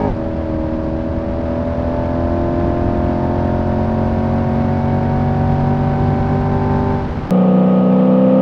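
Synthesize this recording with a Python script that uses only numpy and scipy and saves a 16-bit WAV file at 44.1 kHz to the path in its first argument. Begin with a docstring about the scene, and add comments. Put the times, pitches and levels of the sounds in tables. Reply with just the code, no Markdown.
"""A V8 from inside and outside

A cross-plane V8 with a loud exhaust, heard from the cabin, shifts from fourth to fifth; the clutch
bites and the revs climb over road and wind noise, crackling on the loudest crests, until the driver
lifts off. Then, beside the tailpipes, it drones at lower revs. The uneven firings repeat once a
four-stroke cycle, so the note is a harmonic series of the cycle rate (orders), shaped by resonances."""
import sys
import numpy as np
from scipy import signal
from scipy.fft import rfft, irfft, next_fast_len
from scipy.io import wavfile

SR = 44100
rng = np.random.default_rng(int(sys.argv[2]) if len(sys.argv) > 2 else 0)


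def dump_mix(stems):
    """Bounce the given channels to the path in sys.argv[1] as a 16-bit WAV at rate SR."""
    frames = np.atleast_2d(stems).T  # one column per channel
    limited = np.clip(frames, -1, 1)  # hard clip at full scale
    pcm = np.round(limited * 32767).astype(np.int16)
    wavfile.write(sys.argv[1], SR, pcm)


N = 370881
TIME = np.arange(N) / SR
SHIFT_S, SHIFT_LENGTH_S, OUTSIDE_S = .075, .065, 7.3075
FOURTH_HZ, FIFTH_HZ = 51.8, 38.33   # cycle rates in the two gears at the same road speed


def engine_note(speed, orders, modes, span, rough, flutter, phase_scatter, swells=(), lead=0, hop=64):
    """Periodic firings form a harmonic series; each order swells as it sweeps through a resonance."""
    # one cylinder bank's firings: slot number, out of eight in a cycle
    bank_slots = np.array([0, 3, 5, 6])
    part = slice(*np.searchsorted(TIME, span))
    t, cycle_hz = TIME[part], speed[part][::hop]
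    angle = (cycle_angle(speed) + flutter * drift(13))[part]   # firings come slightly early or late
    burn = 1 + rough * drift(35)[part]   # and burn more or less strongly
    note = np.zeros(N)
    for order, db in orders:
        own_swells = [row[1:] for row in swells if row[0] == order]
        level_db = db + response_db(modes, order * cycle_hz) + response_db(own_swells, cycle_hz)
        gain = np.interp(t, t[::hop], from_db(level_db))
        bank = np.exp(-2j * np.pi * order * bank_slots / 8).sum() + .01
        phase = np.angle(bank) - phase_scatter * order ** 2   # blends the firings into a drone
        phase += lead * order * (order % 8 == 0)   # firing orders, where the banks add, arrive early
        note[part] -= gain * burn * np.cos(order * angle + phase)
    return np.sqrt(2) * note


def cabin_speed(pull_hz_per_s=1.914, drag_hz_per_s2=.0971, coast_hz_per_s=1.7, lift_s=6.86):
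    """Gear ratio sets the cycle rate; it climbs ever more slowly against drag, then sinks on lift-off."""
    pulling_s = np.minimum(TIME, lift_s)
    gained_hz = pull_hz_per_s * pulling_s - drag_hz_per_s2 * pulling_s ** 2 / 2
    lost_hz = coast_hz_per_s * (TIME - pulling_s)
    slip_hz = 1.5 * (1 - ramp(.37, .21))   # the clutch slips, then bites
    shifted = ramp(SHIFT_S, SHIFT_LENGTH_S)
    return FOURTH_HZ * (1 - shifted) + (FIFTH_HZ + gained_hz - lost_hz + slip_hz) * shifted


def by_throttle(part_db, full_db, closed_db):
    """Level follows engine load: the throttle is part open, then floored, then closed."""
    floored, closed = ramp(1.13, .58), ramp(6.94, .18)
    return part_db + (full_db - part_db) * floored + (closed_db - full_db) * closed


def exhaust_boom(speed):
    """Exhaust heard through the bodywork; in fifth, resonances colour its orders."""
    # harmonics of the cycle rate in each gear: order, relative level/dB
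    fourth_orders = [(2, -25.5), (3, -24.5), (4, -22), (5, -22), (6, -27), (8, -24.5), (9, -38),
                     (11, -23.5), (12, -30), (14, -35), (15, -31), (16, -32), (17, -40), (18, -28),
                     (20, -41), (22, -45), (24, -40), (32, -42), (34, -49), (42, -51), (44, -46.5)]
    fifth_orders = [(2, -25.5), (3, -36), (4, -46), (5, -51.5), (6, -53), (7, -56), (8, -35.5), (9, -56),
                    (10, -55), (11, -58), (12, -53), (13, -58.5), (14, -46.5), (15, -56), (16, -43.5),
                    (17, -66), (18, -54.5), (19, -59.5), (20, -59), (21, -57), (22, -69.5), (23, -68),
                    (24, -59), (25, -69.5), (26, -65), (28, -61), (29, -71), (30, -70.5), (31, -66.5),
                    (32, -64.5), (34, -68), (36, -69), (38, -76), (39, -71.5), (40, -69), (42, -71),
                    (44, -74), (46, -74), (48, -73.5)]
    # resonances and nulls heard in the cabin: f/Hz, width/Hz, gain/dB
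    cabin_modes = [(82.2, 5.2, -4), (142.7, 14.7, 12.5), (163, 4.6, -15.5), (196.6, 4.3, 9.5),
                   (225.44, 30.7, 17.5), (255, 54.8, 21), (304.5, 25.8, 16.5), (331.6, 4.2, -10.5),
                   (342.5, 14, 5), (386.3, 46.8, -16), (401.9, 60.3, 21.5), (548, 22, 4),
                   (577.7, 162.6, 18), (693, 36, 4), (764.4, 77, 9.5), (882, 12, 11.5), (937.4, 105, 17),
                   (1028, 44, 10), (1095, 85, 9.5), (1226, 34, 7.5), (1609, 415, 23.5), (1630, 59, -13.5),
                   (2232, 130, 19.5)]
    # engine speeds at which single tones swell or fade: order, cycle rate/Hz, width/Hz, gain/dB
    order_swells = [(6, 48.8, 1.3, -8), (8, 41.9, .9, -7), (10, 39.7, 1.8, 7), (13, 44.7, 1.3, 8),
                    (14, 48.9, 1.3, -12), (15, 39.6, 3, 5), (15, 45, 1, -11), (21, 46.6, .9, -12)]
    fourth = engine_note(speed, fourth_orders, [], (0, SHIFT_S + SHIFT_LENGTH_S),
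                         rough=.17, flutter=.004, phase_scatter=.0208)
    fifth = engine_note(speed, fifth_orders, cabin_modes, (0, OUTSIDE_S),
                        rough=.084, flutter=.0016, phase_scatter=-.955, swells=order_swells, lead=.05)
    release, take_up = 1 - ramp(SHIFT_S, SHIFT_LENGTH_S), ramp(SHIFT_S, .12)
    load_db = by_throttle(part_db=-3.5, full_db=1, closed_db=-10.5)
    return fourth * from_db(-1) * release + fifth * from_db(load_db) * take_up


def tailpipes(level_db=-14.5, middle_hz=31.4, puff=.12):
    """Pipe resonances shape the drone; the gas hisses out in puffs, one for each firing."""
    # engine speed: t/s, cycle rate/Hz
    tail_speed = [(7.32, 30.98), (7.444, 31.0), (7.884, 31.4), (8.342, 32.39), (8.41, 32.8)]
    # the drone and its thin metallic buzz at the cycle rate middle_hz: order, relative level/dB
    tail_orders = [(1, -44.5), (2, -42), (3, -28), (4, -19), (5, -13), (6, 2), (7, -23.5), (8, -6.5),
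                   (9, -34), (10, -19.5), (11, -24.5), (12, -35), (13, -32), (14, -14), (15, -22), (16, -7),
                   (17, -14), (18, -11.5), (19, -33.5), (20, -19.5), (21, -27), (22, -21), (23, -39),
                   (24, -19.5), (25, -34), (26, -22.5), (27, -30.5), (28, -23), (29, -41.5), (30, -43.5),
                   (31, -32.5), (32, -42), (33, -42), (34, -40.5), (35, -33.5), (36, -31.5), (37, -37),
                   (38, -31), (39, -32), (40, -20.5), (41, -35.5), (42, -42)]
    tail_buzz = [(48, -43), (56, -43.5), (60, -42.5), (64, -49), (72, -49), (76, -43.5), (80, -48.5),
                 (88, -44.5), (96, -44)]
    # pipe resonances: f/Hz, width/Hz, gain/dB
    pipe_modes = [(185.4, 16, 4.1), (257.8, 24, 18), (519.4, 29, 10.6), (745, 14, 5.8), (1251, 58, 15)]
    # spectrum of the escaping gas: f/Hz, density level/dB
    tail_rush = [(20, -89), (60, -67), (110, -57.5), (200, -48), (400, -55), (600, -55.5), (1000, -64),
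                 (1170, -61.5), (1420, -70), (2100, -77), (2900, -77), (4500, -92), (7000, -104),
                 (9000, -122)]
    speed = np.interp(TIME, *np.transpose(tail_speed))
    orders = [(order, db + level_db - response_db(pipe_modes, order * middle_hz))
              for order, db in [*tail_orders, *tail_buzz]]
    drone = engine_note(speed, orders, pipe_modes, (OUTSIDE_S, N / SR),
                        rough=.042, flutter=.0051, phase_scatter=1.015)
    firing = np.cos(8 * cycle_angle(speed))
    return drone + noise(tail_rush) * (1 + puff * firing)


def crackle(pressure, speed, threshold=.325, tick_db=-23, spread_db=9, dull_hz=4000):
    """A threshold nonlinearity: at high revs, the tallest pressure crests each break into a tick."""
    # where the crackle is strongest: cycle rate/Hz, width/Hz, gain/dB
    crackle_peak = [(45.6, 1.8, 4)]
    crests, _ = signal.find_peaks(pressure, height=threshold, distance=SR // 500)
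    level_db = tick_db + response_db(crackle_peak, speed) + spread_db * (rng.random(N) - .5)
    ticks = np.zeros(N)
    ticks[crests] = np.sqrt(pressure[crests] - threshold) * from_db(level_db[crests])
    ticks *= ramp(42.9, 1, along=speed)
    return signal.lfilter(*signal.butter(1, dull_hz, fs=SR), ticks + 1e-18)


def shift_thump(start_s=.095, hz=110, decay_s=.011, db=-17):
    """Damped vibration: the gear change kicks the drivetrain, and the body shudders far below it."""
    age = np.maximum(TIME - start_s, 0)
    swing = np.sin(2 * np.pi * hz * age) + 1.1 * np.sin(2 * np.pi * .27 * hz * age)
    return from_db(db) * swing * age / decay_s * np.exp(1 - age / decay_s)


def tyre_rumble(start_db=-4, rise_db_per_s=.3946):
    """Road roughness excites the tyres at random: a growing rumble, louder on coarse stretches."""
    # rumble spectrum: f/Hz, relative density level/dB
    road = [(10, -57), (24, -43), (35, -49), (65, -41), (110, -48), (170, -46.5), (250, -49.5),
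            (400, -57.5), (700, -84.5), (2000, -110)]
    # coarse stretches: t/s, duration/s, gain/dB
    coarse_road = [(1.15, .3, 3), (2.65, 0.85, 4.5), (4.7, .4, 0), (6.15, .6, 3)]
    return noise(road) * from_db(start_db + rise_db_per_s * TIME + response_db(coarse_road, TIME))


def air_rush(speed, db_per_hz=.2958):
    """Flow noise of wind and intake grows with revs and load, modulated by the engine cycle."""
    # flow noise spectrum: f/Hz, relative density level/dB
    cabin_rush = [(150, -77.5), (400, -62), (520, -59), (680, -64.5), (850, -59), (1020, -65.5),
                  (1160, -65.5), (1400, -70), (2000, -74.5), (3200, -83), (5000, -88.5), (6500, -99),
                  (8000, -107)]
    angle = cycle_angle(speed)
    pulsing = 1 + .1 * np.cos(angle) + .13 * np.cos(3 * angle)
    level_db = by_throttle(part_db=-3.5, full_db=-2, closed_db=-2) + db_per_hz * (speed - FIFTH_HZ)
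    return noise(cabin_rush) * from_db(level_db + .37 * drift(25)) * pulsing


def switch_click(db=-9, dull_hz=1200):
    """A low-passed impulse clicks where the sound jumps from inside to outside."""
    click = from_db(db) * signal.unit_impulse(N, round(OUTSIDE_S * SR))
    return signal.lfilter([1], [1, -np.exp(-2 * np.pi * dull_hz / SR)], click + 1e-18)


def noise(spectrum):
    """White noise shaped to a spectral density, falling steeply above the last point."""
    hz, db = np.transpose(spectrum)
    size = next_fast_len(N)
    bins = np.maximum(np.arange(size // 2 + 1) * SR / size, 1)
    gain = from_db(np.interp(np.log(bins), np.log(hz), db)) * np.minimum(hz[-1] / bins, 1) ** 3
    return irfft(rfft(rng.standard_normal(size)) * gain, size)[:N] * np.sqrt(SR / 2)


def drift(rate_hz, hop=64):
    """Low-passed noise: a slow random fluctuation of unit variance."""
    pole = np.exp(-2 * np.pi * rate_hz * hop / SR)
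    white = rng.standard_normal(N // hop + 2002)
    slow = signal.lfilter([1], [1, -2 * pole, pole * pole], white)[2000:]
    return np.interp(np.arange(N) / hop, np.arange(len(slow)), slow / slow.std())


def response_db(bells, along):
    """Gain as a sum of Lorentzian peaks and dips, along frequency or time."""
    curves = (db / (1 + (2 * (along - centre) / width) ** 2) for centre, width, db in bells)
    return sum(curves, 0 * along)


def cycle_angle(speed):
    """Phase of the four-stroke cycle in radians, integrated from its rate."""
    return 2 * np.pi * np.cumsum(speed) / SR


def ramp(start, length, along=TIME):
    """A linear rise from 0 to 1."""
    return np.clip((along - start) / length, 0, 1)


def from_db(db):
    """The amplitude ratio for a level."""
    return 10 ** (np.asarray(db) / 20)


def scene():
    """Pressures superpose in the cabin; within two milliseconds the tailpipes take over."""
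    speed = cabin_speed()
    pressure = exhaust_boom(speed) + tyre_rumble() + air_rush(speed) + shift_thump()
    cabin = pressure + crackle(pressure, speed)
    inside = np.interp(TIME, [0, .002, OUTSIDE_S, OUTSIDE_S + .002], [0, 1, 1, 0])
    outside = (1 - inside) * (TIME > OUTSIDE_S)
    return (inside * cabin + outside * tailpipes() + switch_click())[None]


def record(dry):
    """A steep low-pass filter limits the bandwidth to 15.9 kHz."""
    return signal.sosfilt(signal.ellip(10, .1, 90, 15900, fs=SR, output="sos"), dry)


dry = scene()
out = record(dry)
dump_mix(out)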